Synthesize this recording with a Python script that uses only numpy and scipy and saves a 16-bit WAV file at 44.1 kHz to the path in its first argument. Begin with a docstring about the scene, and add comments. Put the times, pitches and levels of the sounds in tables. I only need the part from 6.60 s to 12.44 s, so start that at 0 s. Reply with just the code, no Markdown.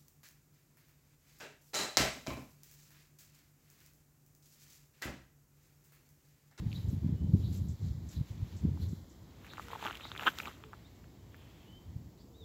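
"""A slow step on frozen ground

Beside an iced-over woodland pond, turbulent gusts buffet the microphone and clothing rustles by friction.
The frozen crust crackles under a boot in brittle fractures, then gives way in one crunch.
Far off, small birds chirp and whistle and a call hoots now and then, all scattered by the trunks."""
import sys
import numpy as np
from scipy import signal
from scipy.fft import rfft, irfft
from scipy.io import wavfile
from scipy.ndimage import uniform_filter1d

SR = 44100
rng = np.random.default_rng(int(sys.argv[2]) if len(sys.argv) > 2 else 0)


def to_wav(sig):
    """Store sig (one row per channel, or 1-D mono) as 16-bit WAV at the path in sys.argv[1].

    Samples outside -1..1 are clipped; the rate is SR.
    """
    pcm = np.clip(np.atleast_2d(sig), -1, 1) * 32767
    pcm = np.round(pcm).astype(np.int16)
    wavfile.write(sys.argv[1], SR, pcm.T)  # frames by channels


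N = 257544
TIME = np.arange(N) / SR
STEP_S, STEP_LENGTH_S = 2.86, 1.04  # the sole rests on the crust

# spectrum of shattering frost: (frequency [Hz], level [dB per Hz])
FROST_SPECTRUM = [(300, -19.5), (2000, 16.5), (5000, 7), (7600, 9), (8300, -1.5), (10500, -1), (13000, 5),
                  (15800, 6)]
# colouring of a break by the hollow under the crust and by grass: (frequency [Hz], gain [dB])
GROUND_RESPONSE = [(450, -3), (650, 0), (850, 0.5), (1150, 0.5), (1550, -2.5), (2050, -2), (2700, 1.5),
                   (3900, 0), (4700, -8.5), (7000, 5)]


def amp(db):
    """The decibel scale: amplitude grows tenfold every 20 dB."""
    return 10 ** (np.asarray(db) / 20)


def unit(x):
    """Normalisation to rms 1."""
    return x / np.sqrt(np.mean(x ** 2) + 1e-20)


def add(mix, s, sound):
    """Superposition: a sound joins the mix at time s."""
    part = mix[max(round(s * SR), 0):][:len(sound)]
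    part += sound[:len(part)]


def shape(x, spectrum):
    """Zero-phase filtering by a (frequency [Hz], gain [dB]) curve."""
    hz, db = np.transpose(spectrum)
    f = np.fft.rfftfreq(len(x), 1 / SR)
    gain = amp(np.interp(np.log(f + 1), np.log(hz), db))
    return irfft(rfft(x) * gain, len(x))


def colour(x, spectrum):
    """Spectral shaping, normalised to rms 1."""
    return unit(shape(x, spectrum))


def noise(spectrum):
    """Filtered Gaussian noise of rms 1."""
    return colour(rng.standard_normal(N), spectrum)


def drift(rate_hz, size=N):
    """Random modulation: low-passed noise of rms 1."""
    f = np.fft.rfftfreq(size, 1 / SR)
    return unit(irfft(rfft(rng.standard_normal(size)) / (1 + (f / rate_hz) ** 4), size))


def grains(per_s, spread_db):
    """A Poisson process of clicks, mostly small and a few large."""
    size = amp(spread_db * np.minimum(rng.exponential(1, N), 4))
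    return size * rng.choice([-1, 1], N) * (rng.random(N) < per_s / SR)


def level(s, db):
    """An envelope along a decibel curve, silent outside it."""
    return amp(np.interp(TIME, s, db, left=-140, right=-140))


def hold(s, length, db, attack, release, sag_db=0):
    """A sustained envelope between exponential ramps 40 dB deep."""
    return level([s - attack, s, s + length, s + length + release],
                 [db - 40, db, db - sag_db, db - sag_db - 40])


def swell(s, db, length, rise):
    """Exponential growth and decay: within 20 dB for `length`, the share `rise` before the peak at s."""
    away = np.maximum((s - TIME) / rise, (TIME - s) / (1 - rise)) / length
    return amp(db - 20 * np.minimum(away, 10))


def pulse(hz, cycles):
    """A heavily damped oscillation that peaks after the given number of cycles."""
    turns = hz * TIME[:SR // 50]
    age = turns / cycles
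    return age ** 2 * np.exp(2 * (1 - age)) * np.sin(2 * np.pi * turns)


def scatter(x, t60):
    """Reverberation: diffuse reflections decay by 60 dB in t60 seconds."""
    t = TIME[:SR]
    tail = rng.standard_normal(SR) * amp(-60 * t / t60) * (1 - np.exp(-t / .002))
    return signal.fftconvolve(x, tail / np.linalg.norm(tail))[:N]


def wind(eddy_cycles=0.26, evenness=0.17, low_cut_hz=51):
    """Turbulence: the rumble brightens as the flow rises, and each strong eddy is one pressure swing."""
    # puffs over the microphone: (start [s], length [s], level [dB])
    gusts = [(.0, 0.2, -36.5), (0.253, 0.13, -33), (0.432, 0.13, -32), (0.616, 0.093, -31.5),
             (0.734, 0.036, -29.5), (0.798, 0.34, -34.5), (1.221, 0.1, -34.5), (1.354, 0.13, -40),
             (1.566, 0.049, -34.5), (1.712, 0.16, -41), (1.933, 0.037, -39), (2.038, 0.055, -28),
             (2.126, 0.11, -38.5), (2.222, 0.11, -37), (2.374, 0.051, -46.5), (5.098, 0.016, -49),
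             (5.265, 0.21, -47.5)]
    # spectra of large eddies and of the small ones in faster flow: (frequency [Hz], level [dB per Hz])
    rumble_spectrum = [(25, -52), (42, -20), (60, -3.5), (85, 3.5), (125, -5.5), (180, -9), (250, -21),
                       (350, -45.5), (550, -45), (1500, -106)]
    fine_spectrum = [(90, -12), (180, -4.5), (290, -6.5), (400, -16), (600, -29.5), (1000, -36.5),
                     (2000, -95)]
    # the strongest single eddies: (time [s], level [dB], frequency [Hz])
    buffets = [(0.068, -19.5, 111), (0.291, -20, 92), (0.333, -22.5, 153), (0.447, -19, 148),
               (0.465, -18.5, 147), (0.494, -20.5, 157), (0.528, -18.5, 123), (0.647, -20, 139),
               (0.696, -19.5, 123), (0.741, -8.5, 113), (0.7498, -16.5, 190), (0.856, -24.5, 113),
               (0.915, -24, 141), (1.02, -22, 126), (1.094, -26.5, 131), (1.231, -23.5, 83),
               (1.314, -22.5, 79), (1.613, -19, 117), (1.831, -20.5, 79.6), (2.053, -14.5, 166),
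               (2.118, -21.5, 104), (2.333, -25, 167), (5.365, -26, 98)]
    rumble = noise(rumble_spectrum)
    envelope = np.sqrt(np.abs(uniform_filter1d(rumble ** 2, size=1300)) + 1e-6)
    even_rumble = unit(rumble / envelope ** evenness)
    flow = sum(hold(*gust, attack=0.055, release=0.056, sag_db=2.5) for gust in gusts)
    strength = np.abs(uniform_filter1d(flow, size=SR // 4))
    fine = noise(fine_spectrum) * (strength / strength.max()) ** 0.59
    pressure = (amp(0.5) * even_rumble + amp(-12) * fine) * flow
    for (s, db, hz), phase in zip(buffets, rng.random(len(buffets))):
        near = slice(max(round((s - .06) * SR), 0), round((s + .06) * SR))
        turns = (TIME[near] - s) * hz
        swing = amp(db - 1) * np.sin(2 * np.pi * (turns + phase))
        share = 1 / np.cosh(turns / eddy_cycles)  # the eddy briefly displaces the rumble
        pressure[near] = (1 - share) * pressure[near] + share * swing
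    return signal.sosfiltfilt(signal.butter(2, low_cut_hz, "high", fs=SR, output="sos"), pressure)


def clothing(turn_s=2.6, snag_db=0.7):
    """Stick-slip friction: as the body turns, fibres slip in tiny clicks and at times catch and scrape."""
    # strokes of cloth: (time [s], level [dB], relative hiss level [dB], length [s])
    brushes = [(0.165, -65, -4.5, 0.32), (0.322, -72.5, 2, 0.16), (0.805, -69, -5, 0.37),
               (0.95, -65, -2, 0.25), (1.1, -80, -8, 0.29), (1.263, -66, -20, 0.29),
               (1.532, -64, -4.5, 0.2), (1.69, -70, -9, 0.1), (1.923, -69.5, -14, 0.45),
               (2.229, -64.5, -5, 0.15), (2.352, -72.5, -4, 0.29)]
    # catches of the fibres: (time [s], level [dB])
    catches = [(.29, -66), (0.932, -63.5), (.965, -68), (1.09, -63), (1.225, -75), (1.494, -59.5),
               (1.715, -70.5), (1.97, -64.5), (2.29, -66), (2.5, -69), (4.355, -76)]
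    # friction spectra: (frequency [Hz], level [dB per Hz])
    swish_spectrum = [(500, -12.5), (1200, 2), (2100, 1), (2800, 5), (4000, 8), (5500, 1.5), (7500, 3),
                      (8600, -25), (11000, -9.5)]
    hiss_spectrum = [(6000, -38), (9000, -12.5), (10800, -7), (12400, -1), (14000, -8.5), (15800, -12)]
    scrape_spectrum = [(3500, -26.5), (5200, -5.5), (7400, -1), (8000, -5.5), (8800, -25)]
    rub = hold(0, turn_s, db=-80, attack=.01, release=.5)
    swish_gain, hiss_gain = rub, amp(-9) * rub
    for s, db, hiss_db, length in brushes:
        stroke = swell(s, db, length, rise=0.42)
        swish_gain = swish_gain + stroke
        hiss_gain = hiss_gain + amp(hiss_db) * stroke
    scrape_gain = sum(level([s - .005, s + .0048, s + .07], [db + 1, db, db - 16]) for s, db in catches)
    swish = colour(grains(per_s=4000, spread_db=1.0), swish_spectrum) * swish_gain
    hiss = colour(grains(per_s=7500, spread_db=1.5), hiss_spectrum) * hiss_gain
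    scrapes = colour(grains(per_s=3700, spread_db=0.5), scrape_spectrum) * scrape_gain
    return (amp(2) * swish + amp(1) * hiss + scrapes) * amp(snag_db * drift(rate_hz=49))


def air(floor_db=-55.5):
    """Ambient noise of the wood: distant rumble and hiss, a faint stir and a thin whine."""
    # spectra of the steady floor and of the stir: (frequency [Hz], level [dB per Hz])
    floor_spectrum = [(18, -51.5), (30, -27.5), (59, 2), (97, 0.5), (133, -2), (165, -4), (278, -8),
                      (317, -8), (361, -12), (482, -17.5), (535, -18), (903, -25), (977, -24), (1650, -38),
                      (3340, -38.5), (4580, -34.5), (6300, -35), (7700, -32.5), (8200, -47.5), (9530, -46),
                      (14000, -36), (15700, -37.5)]
    stir_spectrum = [(500, -2), (900, 4.5), (1350, -2.5), (2050, 1.5), (2700, -3), (3200, -0.5), (4500, -5),
                     (8000, -19.5)]
    # swells of stir all around: (time [s], level [dB], length [s])
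    stirs = [(.05, -65, 2.04), (0.478, -69.5, 0.27), (1.718, -68, 2.46), (2.047, -73, 1.8),
             (2.75, -70, 0.69), (4.17, -68, 1.1), (4.915, -68, 1.9)]
    # a steady high tone: (frequency [Hz], level [dB])
    whine_tones = [(14065, -96)]
    whine = sum(np.sqrt(2) * amp(db) * np.sin(2 * np.pi * hz * TIME) for hz, db in whine_tones)
    stir_gain = amp(-85) + sum(swell(*row, rise=0.42) for row in stirs)
    stir = noise(stir_spectrum) * stir_gain
    return amp(floor_db) * noise(floor_spectrum) + amp(-1) * stir + whine


def hollow(x, width_hz=900):
    """Notch filtering: a wandering dip makes the hiss sound hollow now and then."""
    # path of the dip: (time [s], centre [Hz], depth [0-1])
    notch_path = [(.85, 2670, 0.2), (1.1, 2820, 0.43), (1.4, 2830, 0.55), (1.6, 3100, 0),
                  (2.05, 3000, 0.17), (2.4, 2600, 0.63), (2.8, 2500, 0.1)]
    s, hz, depth = np.transpose(notch_path)
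    carrier = np.exp(2j * np.pi * np.cumsum(np.interp(TIME, s, hz)) / SR)
    baseband = signal.sosfiltfilt(signal.butter(2, width_hz / 2, fs=SR, output="sos"), x / carrier)
    band = 2 * (baseband * carrier).real
    return x - np.interp(TIME, s, depth) * band


def fractures(rows, cycles, snap_cycles, variety=0, snap_hz=3100, snap_db=-1, snap_spread=0.28,
              thud_db=-23, again_db=-12):
    """Brittle fracture: each break radiates a damped knock, a snap and a slight thud on the soil."""
    out = np.zeros(N)
    for (s, db, hz, bright_db), (detune, stretch, lag) in zip(rows, rng.uniform(-1.2, 1, (len(rows), 3))):
        knock = pulse(hz, cycles * (1 + variety * stretch))
        snap = amp(bright_db + snap_db) * pulse(snap_hz * (1 + snap_spread * detune), snap_cycles)
        thud = amp(thud_db) * pulse(hz=300, cycles=1.0)
        crack = amp(db) * (knock + snap + thud)
        add(out, s, crack)
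        add(out, s + 0.0022 + 0.0015 * lag, amp(again_db) * crack)  # the crack runs on a moment later
    return out


def twigs():
    """Impulsive radiation: dry twigs give two thin ticks."""
    # the ticks: (time [s], level [dB], frequency [Hz], relative snap level [dB])
    ticks = [(.1174, -40, 2800, -27), (.1287, -35, 4100, -1.5)]
    # response of a twig: (frequency [Hz], gain [dB])
    twig_response = [(1500, -32), (2400, -2), (4700, -1.5), (5600, -24)]
    snaps = fractures(ticks, cycles=1.0, snap_cycles=1.0, snap_hz=2770, snap_db=3.5, again_db=-26)
    return shape(snaps, twig_response)


def call(rows, waver, waver_hz=120):
    """Frequency modulation: a tone wavers along rows of (time [s], frequency [Hz], level [dB])."""
    s, hz, db = np.transpose(rows)
    t = np.arange(s[0], s[-1], 1 / SR)
    pitch = np.interp(t, s, hz) * (1 + waver * drift(waver_hz, size=len(t)))
    envelope = np.sqrt(2) * amp(np.interp(t, s, db)) * signal.windows.tukey(len(t), .1)
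    out = np.zeros(N)
    add(out, s[0], envelope * np.sin(2 * np.pi * np.cumsum(pitch) / SR))
    return out


def chirps(sweep=0.1, pip_s=0.03):
    """Fast, deep frequency modulation makes a bird's note rasp as it sweeps up through a clear pip."""
    # chirps: (time [s], rasp level [dB], frequency [Hz], length [s], relative pip level [dB])
    notes = [(0.165, -56, 3860, 0.051, 4.5), (0.853, -57.5, 3960, 0.072, -5), (1.566, -60, 4040, 0.039, 3),
             (2.226, -62, 4070, 0.07, 5), (2.912, -56, 3780, 0.065, -0.5), (3.449, -52.5, 3750, .11, 4.5),
             (5.607, -66.5, 4610, 0.067, -4.5)]
    song = np.zeros(N)
    for s, db, hz, length, pip_db in notes:
        rasp = [(s - length / 2, hz * (1 - sweep), db - 9), (s, hz, db),
                (s + length / 2, hz * (1 + sweep), db - 9)]
        peak_db = db + pip_db
        pip = [(s - pip_s / 2, hz, peak_db - 8), (s, hz, peak_db), (s + pip_s / 2, hz, peak_db - 18.5)]
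        song += call(rasp, waver=0.1, waver_hz=340) + call(pip, waver=0.026)
    return amp(-2.5) * song + amp(-8) * scatter(song, t60=0.34)


def whistles():
    """Scattering by the trunks smears the nearly pure glides of far birds."""
    # one contour for each whistle: (time [s], frequency [Hz], level [dB])
    contours = [
        [(.54, 2890, -80), (.63, 3030, -72), (.72, 3200, -90)],
        [(5.02, 2500, -80), (5.09, 3007, -67), (5.17, 3095, -62.5), (5.24, 3160, -86)],
        [(4.3, 2240, -77), (4.45, 2205, -81), (4.62, 2160, -90)],
        [(4.16, 3870, -83), (4.21, 3880, -85), (4.25, 3720, -82)],
        [(4.245, 3600, -70), (4.266, 3720, -61.5), (4.276, 4500, -73), (4.29, 4700, -80)],
        [(5.22, 2004, -83), (5.32, 1970, -81), (5.42, 1905, -85)],
        [(5.738, 3520, -68.5), (5.76, 3790, -69), (5.79, 3900, -66.5), (5.82, 3670, -60.5), (5.85, 3280, -65)],
    ]
    song = sum(call(rows, waver=0.0081) for rows in contours)
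    return amp(-3) * song + amp(-6) * scatter(song, t60=0.26)


def crust(ring_t60=0.026, tick_decay_s=0.0024):
    """Brittle fracture: the crust's cracks, coloured by short tones, scatter off ground and trees."""
    # the clearest single breaks, and the rapid run of slips as the crust gives way:
    # (time [s], level [dB], frequency [Hz], relative snap level [dB])
    crack_events = [(2.174, -47, 955, -21), (2.846, -43, 1570, -7), (2.866, -44, 1520, -1),
                    (2.935, -37.5, 1500, -12), (2.972, -38, 2200, -22), (2.9811, -32.5, 1150, -22),
                    (2.9962, -29, 1160, -27), (3.084, -39.5, 1310, -6.5), (3.104, -38.5, 990, -14),
                    (3.116, -40, 2630, -12), (3.1323, -30.5, 1040, -22), (3.1526, -35, 1036, -24),
                    (3.158, -34.5, 940, -15), (3.1988, -46, 1000, -11), (3.213, -41, 2900, -12),
                    (3.226, -31, 920, -6.5), (3.2396, -34.5, 1040, -2), (3.243, -37, 1150, -10.5),
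                    (3.251, -30, 2660, -15), (3.2562, -29.5, 1060, -13.5), (3.2597, -28, 1210, -14),
                    (3.2657, -26.5, 1400, -3), (3.2743, -32.5, 1314, 2), (3.283, -29, 1220, -10),
                    (3.2986, -36.5, 1250, -22), (3.3023, -40.5, 1420, -9), (3.3095, -31, 1400, -4.5),
                    (3.328, -36, 2600, -22), (3.3472, -41.5, 3200, -16.5), (3.3533, -34, 2990, -26),
                    (3.372, -35.5, 4110, -14), (3.4091, -42.5, 1700, 4.5), (3.4526, -36.5, 1026, -2),
                    (3.5168, -34, 1300, 4), (3.551, -36.5, 1316, -5), (3.563, -31, 1830, -23.5),
                    (3.577, -32.5, 3520, -5.5), (3.5952, -27.5, 1422, -3), (3.6098, -36, 1412, 1),
                    (3.625, -33, 1200, -10.5), (3.6334, -30, 1637, -11), (3.638, -37, 1560, -3.5),
                    (3.657, -39, 413, -9), (3.701, -40.5, 1713, 2), (3.7865, -25, 4060, -24),
                    (3.7863, -37, 1404, -20), (3.7998, -30, 1675, -10), (3.8013, -30, 1650, 3.5),
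                    (3.833, -40.5, 1750, 3), (3.856, -35.5, 2300, -2), (3.87, -40, 1370, -5),
                    (3.873, -33.5, 1110, -5), (3.8804, -38, 1070, -1), (4.038, -41.5, 1250, -1.5),
                    (4.039, -44, 2300, -7), (4.1321, -35, 1250, -18), (4.138, -42, 1270, -34),
                    (4.442, -49.5, 1800, -7), (4.7445, -41.5, 1750, -22)]
    slip_events = [(3.66, -40.5, 1050, -2), (3.6622, -32.5, 1300, -2), (3.665, -23.5, 1110, -13),
                   (3.6679, -21, 3000, -12.5), (3.6693, -18, 1400, -9.5), (3.6725, -29.5, 1370, 7),
                   (3.6741, -16, 1350, -8.5), (3.6757, -34.5, 2300, -3), (3.6779, -16, 1450, -11.5),
                   (3.6797, -17, 1490, -18), (3.6817, -23.5, 1458, 0.5), (3.6864, -27, 1520, -0.5),
                   (3.69, -35, 1740, -0.5)]
    # short ringing tones that colour the cracks: (frequency [Hz], level [dB])
    crunch_tones = [(855, 1), (990, -14), (1303, -12), (1427, -17), (1530, -0.5), (1720, -11),
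                    (2300, -14.5), (2780, -4), (2980, -15.5), (3183, -12)]
    cracks = fractures(crack_events, cycles=0.89, snap_cycles=1.66, variety=0.237)
    slips = fractures(slip_events, cycles=1.05, snap_cycles=1.6, snap_hz=3080, snap_db=-0.5,
                      snap_spread=0.024, thud_db=-17, again_db=-56)
    t = TIME[:SR // 10]
    tones = sum(amp(db - 60 * t / ring_t60) * np.cos(2 * np.pi * hz * t) for hz, db in crunch_tones)
    ring = signal.fftconvolve(cracks + amp(6) * slips, tones)[:N]  # strongest in the main crunch
    direct = shape(cracks + slips, GROUND_RESPONSE)
    # until the sole lifts, the higher a break sounds, the harder its splinters tick
    splinters = np.zeros(N)
    for s, db, hz, _ in crack_events:
        if s < STEP_S + STEP_LENGTH_S:
            add(splinters, s, amp(db - 25) * (hz / 1500) * np.exp(-t / tick_decay_s))
    ticks = splinters * noise(FROST_SPECTRUM)
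    ground_echo = amp(-14) * scatter(direct, t60=0.031)
    tree_echo = amp(-26) * scatter(direct, t60=0.54)
    return amp(-1) * direct + amp(-42) * ring + ticks + ground_echo + tree_echo


def rubble(per_s, spread_db, cycles, low_hz=230, high_hz=4300, sizes=20):
    """Free vibration: crumbs of many sizes each ring for a few cycles at their own frequency."""
    return sum(signal.oaconvolve(grains(per_s / sizes, spread_db), np.sqrt(hz) * pulse(hz, cycles))[:N]
               for hz in np.linspace(low_hz, high_hz, sizes))


def crumbling(load_s=0.28, unload_s=0.7, chip_count=130):
    """Acoustic emission under load: chips, crumbs and frost break beneath the sole, louder at a push."""
    # shifts of weight: (time [s], crumb level [dB], relative frost level [dB], length [s])
    pushes = [(3.028, -83, 18, 0.19), (3.121, -50, -12.5, 0.054), (3.25, -47, -12, 0.24),
              (3.471, -67, -4.5, 0.3), (3.625, -47, -12.5, 0.14), (3.674, -48.5, -2.5, 0.064),
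              (3.786, -64, 8, 0.14), (3.864, -50.5, -13.5, 0.13)]
    # spectrum of breaking crumbs: (frequency [Hz], level [dB per Hz])
    crumb_spectrum = [(100, 1), (220, 1.5), (400, 5.5), (600, 1.5), (850, 0.5), (1300, 4), (2000, -2),
                      (3000, -2), (3800, -2.5), (4700, -15), (7500, -29), (10000, -44.5)]
    resting = hold(STEP_S, STEP_LENGTH_S, db=-61, attack=load_s, release=unload_s)
    weight, frost_gain = resting, amp(-7) * resting
    for s, db, frost_db, length in pushes:
        push = swell(s, db, length, rise=0.36)
        weight = weight + push
        frost_gain = frost_gain + amp(frost_db) * push
    when, size, pitch = rng.random((chip_count, 3)).T
    chip_s = STEP_S - load_s / 2 + when * (STEP_LENGTH_S + unload_s / 2)
    chip_db = 20 * np.log10(np.interp(chip_s, TIME, weight)) + 9 * size ** 2
    chip_hz, snap_db = 650 * 5 ** pitch, -12 - 10 * pitch
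    chip_events = np.transpose([chip_s, chip_db, chip_hz, snap_db])
    chips = fractures(chip_events, cycles=0.99, snap_cycles=2, variety=0.17)
    crumbs = rubble(per_s=2200, spread_db=3.0, cycles=0.79)
    frost = rubble(per_s=4900, spread_db=0.5, cycles=1.6, low_hz=2000, high_hz=14400)
    return (shape(chips, GROUND_RESPONSE) + colour(crumbs, crumb_spectrum) * weight
            + amp(2) * colour(frost, FROST_SPECTRUM) * frost_gain)


def needles(glint_decay_s=0.0017):
    """Small bodies radiate high frequencies: hoar needles shatter in bright bursts, and some cracks give off a
    single crisp glint."""
    # bursts of shattering: (time [s], level [dB], length [s])
    shatters = [(3.27, -65, .22), (3.62, -62.5, 0.062), (3.67, -52.5, 0.13), (3.83, -61.5, 0.18),
                (4.765, -68.5, 0.032)]
    # their spectrum: (frequency [Hz], level [dB per Hz])
    sparkle_spectrum = [(6000, -31), (10000, -18.5), (12000, -1), (13500, 2), (15800, -5.5)]
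    # crisp glints that go with cracks along the step: (time [s], level [dB])
    glints = [(2.866, -55), (2.935, -52), (3.084, -48), (3.226, -50), (3.354, -51)]
    burst_gain = sum(swell(*row, rise=0.43) for row in shatters)
    bursts = colour(grains(per_s=3200, spread_db=5.0), sparkle_spectrum) * burst_gain
    glint_gain = np.zeros(N)
    for s, db in glints:
        add(glint_gain, s, amp(db) * np.exp(-TIME[:SR // 10] / glint_decay_s))
    return bursts + glint_gain * noise(FROST_SPECTRUM[2:])


def hoots(peak_share=0.55, peak_sag=0.0873, end_sag=0.12):
    """A falling glide: each distant hoot swells and fades as its pitch sinks, and reverberates."""
    # hoots: (start [s], length [s], level [dB], starting frequency [Hz])
    notes = [(2.97, 0.354, -52, 497.6), (3.98, 0.16, -58.5, 464), (5.65, 0.286, -56, 489.4)]
    song = np.zeros(N)
    for s, length, db, hz in notes:
        contour = [(s, hz, db - 20), (s + length * peak_share, hz * (1 - peak_sag), db),
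                   (s + length, hz * (1 - end_sag), db - 20)]
        song += call(contour, waver=0.036)
    return amp(-2) * song + amp(-7) * scatter(song, t60=0.26)


def far_song():
    """Band-limited noise: a farther song is blurred to a haze near 3 kHz."""
    # envelope of the song: (time [s], level [dB])
    envelope = [(4.72, -72.5), (4.82, -67), (4.93, -71.5), (5.049, -69), (5.2, -91), (5.35, -79)]
    # its spectrum: (frequency [Hz], level [dB per Hz])
    haze_spectrum = [(2000, -17.5), (2600, -14), (3100, -10.5), (3450, -12), (4200, -34)]
    return noise(haze_spectrum) * level(*np.transpose(envelope))


def scene():
    """Superposition: the pressures of all sources sum at one microphone."""
    surroundings = wind() + hollow(clothing() + air())
    ground = twigs() + crust() + crumbling() + needles()
    birds = chirps() + whistles() + hoots() + far_song()
    return (surroundings + ground + birds)[None]


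def record(dry):
    """Band limiting: a steep low-pass filter removes the highest treble."""
    low_pass = signal.firwin(511, cutoff=15800, window=("kaiser", 9), fs=SR)
    return signal.oaconvolve(dry, low_pass[None], "same")


dry = scene()
out = record(dry)
to_wav(out)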